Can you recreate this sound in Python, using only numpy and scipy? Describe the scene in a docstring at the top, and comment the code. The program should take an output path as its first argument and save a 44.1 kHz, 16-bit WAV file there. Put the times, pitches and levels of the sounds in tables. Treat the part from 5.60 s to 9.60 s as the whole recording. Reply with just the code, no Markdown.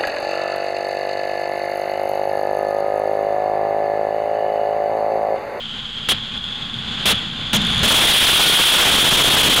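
"""Hissing, rumbling, crackling exhaust: a jet dragster waits at the start line, across the drag strip.
Its compressor howls and whines faintly as it spools up. The afterburner bangs three times, each bang
echoing from the stands, then lights fully and roars away. The microphone is a small mono one with a
ringing port, driven into hard clipping; under the roar its gain ducks briefly 15 times a second,
so the roar flutters."""
import sys
import numpy as np
from scipy import signal
from scipy.fft import rfft, irfft, next_fast_len
from scipy.io import wavfile
from scipy.ndimage import uniform_filter1d, map_coordinates

SR = 44100
rng = np.random.default_rng(int(sys.argv[2]) if len(sys.argv) > 2 else 0)


def persist_wave(psi):
    """Save psi, clipped to +-1, as 16-bit WAV."""
    counts = np.round(np.clip(psi, -1, 1) * 32767).astype(np.int16)
    wavfile.write(sys.argv[1], SR, np.atleast_2d(counts).T)


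N = 176400

# Spectra of exhaust hiss, afterburner flame and ignition thump: (frequency [Hz], level per Hz [dB])
HISS_SPECTRUM = [(200, -38), (300, -8), (400, 1), (520, 0.5), (660, -3), (840, 4.5), (950, -2.5), (1060, 5),
                 (1200, 1.5), (1450, 5.5), (1900, -0.5), (2400, -2.5), (3300, -1.5), (4300, -2.5),
                 (5000, -3), (5500, -13), (6200, -5.5), (6800, 1.5), (7600, -3), (8600, -8.5),
                 (10000, -2.5), (11500, -11), (16000, -21.5)]
FLAME_SPECTRUM = [(20, 12.5), (60, 4), (200, 7), (600, 4.5), (1000, 4), (1400, 6), (2000, 2), (3300, 2.5),
                  (4300, 2), (6000, -6), (16000, -8)]
THUMP_SPECTRUM = [(15, -28), (30, -10), (70, -12), (130, -5), (210, -0.5), (270, -12), (400, -48)]
LAUNCH_S, RISE_S, THUMP_FALL_S = 2.2312, 0.0008, 0.024


def amp(db):
    return 10 ** (np.asarray(db) / 20)


def unit(x):
    return x / np.sqrt(np.mean(x ** 2) + 1e-20)


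def curves(rows):
    """One value per sample for each column after the time."""
    times, *columns = np.transpose(rows)
    return [np.interp(np.arange(N) / SR, times, column) for column in columns]


def wobble(rate):
    """A smooth random curve, rate knots a second."""
    return map_coordinates(rng.standard_normal(int(N * rate / SR) + 4), [np.arange(N) * rate / SR])


def filtered(x, response):
    """x through a complex frequency response."""
    size = next_fast_len(N + 8192)
    return irfft(rfft(x, size) * response(np.fft.rfftfreq(size, 1 / SR)), size)[..., :N]


def noise(spectrum):
    """Noise of rms 1 in the colour of the spectrum."""
    freqs, db = np.transpose(spectrum)
    return unit(filtered(rng.standard_normal(N),
                         lambda hz: amp(np.interp(np.log(hz + 1), np.log(freqs + 1), db, -120, -120))))


def noise_band(centre_hz, width_hz):
    """Noise of rms 1 around one resonance."""
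    return unit(filtered(rng.standard_normal(N),
                         lambda hz: 1 / (1 + (2 * (hz - centre_hz) / width_hz) ** 2)))


def burst(start_s, hold_s, fall_s):
    """Envelope: a fast rise, held until hold_s after the start, then an exponential fall."""
    t = np.arange(N) / SR - start_s
    return np.clip(t / RISE_S, 0, 1) * np.exp(-np.clip(t - hold_s, 0, None) / fall_s)


def background_hiss():
    """A faint, steady treble hiss behind everything."""
    # Colour of the hiss: (frequency [Hz], level per Hz [dB])
    spectrum = [(2000, -20), (5000, 0), (7000, 3), (10000, 6), (16000, 4)]
    return amp(-47) * noise(spectrum)


def compressor_whine():
    """A faint wavering tone, rising as the engine spools up."""
    # Compressor tone: (time [s], pitch [Hz], level [dB])
    glide = [(0, 7680, -54), (.25, 7700, -52), (.45, 7820, -54), (.6, 7970, -54), (.9, 8150, -55),
             (1.1, 8230, -54), (1.3, 8430, -53), (1.45, 8600, -57), (1.9, 8900, -66)]
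    hz, db = curves(glide)
    level = amp(db + 3.2 * wobble(25))
    return level * np.sin(2 * np.pi * np.cumsum(hz + 14 * wobble(60)) / SR)


def intake_howl():
    """A narrow band of noise at the intake that climbs as the engine spools up."""
    # Path of the band: (time [s], centre [Hz], level [dB])
    glide = [(0, 3130, -48), (.45, 3200, -49.5), (.7, 3350, -48), (1.1, 3470, -49.5), (1.9, 3500, -47),
             (2.2, 3430, -39.5)]
    hz, db = curves(glide)
    in_phase, quadrature = [noise_band(0, width_hz=390) for _ in range(2)]
    phase = 2 * np.pi * np.cumsum(hz) / SR
    return amp(db) * (in_phase * np.cos(phase) + quadrature * np.sin(phase))


def crackles():
    """Short pitched, fizzing spits in the exhaust: loud ones at set times, fainter ones at random."""
    # The loud spits: (time [s], level [dB])
    spits = [(0.637, -38), (0.7765, -36), (0.841, -33), (0.877, -38), (0.9104, -36), (0.9236, -35),
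             (0.9552, -37), (1.0235, -33), (1.0955, -35), (1.1405, -36), (1.187, -39), (1.5534, -37),
             (1.573, -36), (1.5894, -37), (1.6024, -37), (2.048, -29), (2.067, -29), (2.102, -30),
             (2.136, -30), (2.217, -30)]
    faint_per_s, peak_s, ring_hz = 18, 0.0012, 3402
    kicks = (rng.random(N) < faint_per_s / SR) * amp(-44 + 2.36 * rng.standard_normal(N))
    for s, db in spits:
        kicks[round(s * SR)] = amp(db)
    t = np.arange(SR // 40) / SR
    envelope = t / peak_s * np.exp(1 - t / peak_s)
    ring = signal.fftconvolve(kicks, envelope * np.sin(2 * np.pi * ring_hz * t))[:N]
    fizz = signal.fftconvolve(kicks, envelope)[:N] * noise(HISS_SPECTRUM)
    return ring + 0.85 * fizz


def exhaust():
    """Turbulent hiss and low combustion rumble, both surging unevenly."""
    # Exhaust as the engine spools up: (time [s], hiss level [dB], rumble level [dB])
    spool = [(0, -39.5, -42.5), (.45, -38.5, -39), (.6, -38, -37.5), (.77, -34, -35), (.8, -40.5, -41),
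             (.91, -34, -36.5), (.96, -36, -39.5), (1.1, -36.5, -35), (1.4, -32.5, -34.5),
             (1.65, -34.5, -34), (1.92, -36, -35), (1.97, -26, -25), (2.05, -25, -24), (2.12, -24.5, -25),
             (2.17, -26, -25.5), (2.22, -24.5, -28), (2.3, -22, -23)]
    hiss_db, rumble_db = curves(spool)
    surge_db = 1.32 * wobble(13) + 0.72 * wobble(60)
    hiss = amp(hiss_db + surge_db) * noise(HISS_SPECTRUM)
    # Colour of the rumble: (frequency [Hz], level per Hz [dB])
    rumble_spectrum = [(12, -39), (20, -9), (75, -6), (156, -2), (199, -5), (221, -0.5), (249, -7),
                       (308, -17), (330, -13), (430, -58), (730, -120)]
    return hiss + amp(rumble_db + 0.79 * surge_db + 0.57 * wobble(9.5)) * noise(rumble_spectrum)


def afterburner_bangs():
    """Each bang: a crack, a short burst of flame, a low thump and an echo from the stands."""
    # Brief ignitions: (time [s], flame level [dB], burn time [s], thump level [dB], echo level [dB])
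    bangs = [(.4872, -13, 0.034, -23, -32), (1.456, -8.5, 0.063, -19, -28), (1.9307, -13, 0.035, -11, -33)]
    flame = thump = 0
    for s, flame_db, burn_s, thump_db, echo_db in bangs:
        crack = amp(-11) * burst(s, RISE_S, fall_s=0.0034)
        burn = amp(flame_db) * burst(s, burn_s, fall_s=0.004)
        echo = amp(echo_db) * burst(s, burn_s, fall_s=0.05)
        flame += crack + burn + echo
        thump += amp(thump_db) * burst(s, burn_s, THUMP_FALL_S)
    return flame * amp(0.57 * wobble(150)) * noise(FLAME_SPECTRUM) + thump * noise(THUMP_SPECTRUM)


def afterburner_roar():
    """The flame lights with a thump and stays on: its lower part surges and the tailpipe resonates."""
    # Full burn: (time [s], flame level [dB], bass gain [dB], middle gain [dB], tailpipe level [dB])
    launch = [(2.2312, -12, 11, 9, -40), (2.27, -13, -1, 1, -40), (2.33, -9, 4, 5, -33),
              (2.5, -5.5, -7, -2, -31), (2.8, -2, -3, 1, -17.5), (3.1, -6, -11, -1, -17.5),
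              (3.3, -9, 2.5, 12.5, -20), (3.5, -9.5, 1.5, 3, -40), (3.7, -6.5, 6, 6.5, -34.5),
              (4, -9, 4.5, 2, -21)]
    flame_db, bass_db, mid_db, pipe_db = curves(launch)
    flame = noise(FLAME_SPECTRUM)
    bass, lower = [filtered(flame, lambda hz: 1 / (1 + (hz / edge_hz) ** 2)) for edge_hz in (526, 1810)]
    middle, treble = lower - bass, flame - lower
    surge = amp(1.65 * wobble(12) + 3.1 * wobble(55) + 1.6 * wobble(190))
    body = surge * (amp(bass_db) * bass + amp(mid_db) * middle)
    roar = amp(flame_db + 1.5 * wobble(150)) * (treble + body)
    tailpipe = amp(pipe_db) * noise_band(centre_hz=1464, width_hz=105)
    thump = amp(-16) * burst(LAUNCH_S - 0.0036, 0.016, THUMP_FALL_S) * noise(THUMP_SPECTRUM)
    return (roar + tailpipe) * burst(LAUNCH_S, hold_s=9, fall_s=1) + thump


def scene():
    """The dragster from across the strip, the same in both channels."""
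    engine = exhaust() + compressor_whine() + intake_howl() + crackles()
    return np.tile(engine + afterburner_bangs() + afterburner_roar() + background_hiss(), (2, 1))


def record(dry):
    """The small microphone: its port rings, its gain ducks under the roar, it distorts and clips."""
    port_hz, port_width_hz = 3335, 427
    x = filtered(dry, lambda hz: port_hz ** 2 / (port_hz ** 2 - hz ** 2 + 1j * hz * port_width_hz))

    # From the launch on, the ducks come at a fixed beat; each is fully down lead_s before it ends.
    first_end_s, every_s = 2.2774, 0.06477
    attack_s, lead_s, release_s, window_s = 0.007, 0.0075, 0.0014, 0.014
    t = np.arange(N) / SR
    left_s = (first_end_s - t) % every_s
    duck = np.clip(np.minimum(left_s / release_s, 1 - (left_s - lead_s) / attack_s), 0, 1)
    duck *= t > LAUNCH_S
    # What a duck pulls the roar down to: (time [s], rms level [dB])
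    duck_target = [(2.2, -12), (2.5, -6.5), (3, -4), (3.5, -11), (4, -13)]
    rms = np.sqrt(np.abs(uniform_filter1d(x ** 2, size=round(window_s * SR), axis=1)) + 1e-12)
    x = x * np.minimum(1, amp(curves(duck_target)[0]) / rms) ** duck

    clip_level, knee, sag_db, bias = 0.215, 4.6, -2, 0.004
    x = x + 0.97 * x ** 3 + 0.65 * np.clip(x, -clip_level, clip_level) ** 2 + bias
    ceiling = clip_level * amp(sag_db * duck)
    x = x / (1 + np.abs(x / ceiling) ** knee) ** (1 / knee)

    # The recorder's tone after clipping: (frequency [Hz], gain [dB])
    voicing = [(20, 1), (2000, 0), (4500, 0.18), (6000, -0.3), (8500, -0.9), (10000, -0.16), (11500, -0.9),
               (13000, -0.5), (16000, -2.5)]
    top_hz = 15800
    return filtered(x, lambda hz: amp(np.interp(hz, *np.transpose(voicing))) / (1 + (hz / top_hz) ** 300))


dry = scene()
out = record(dry)
persist_wave(out)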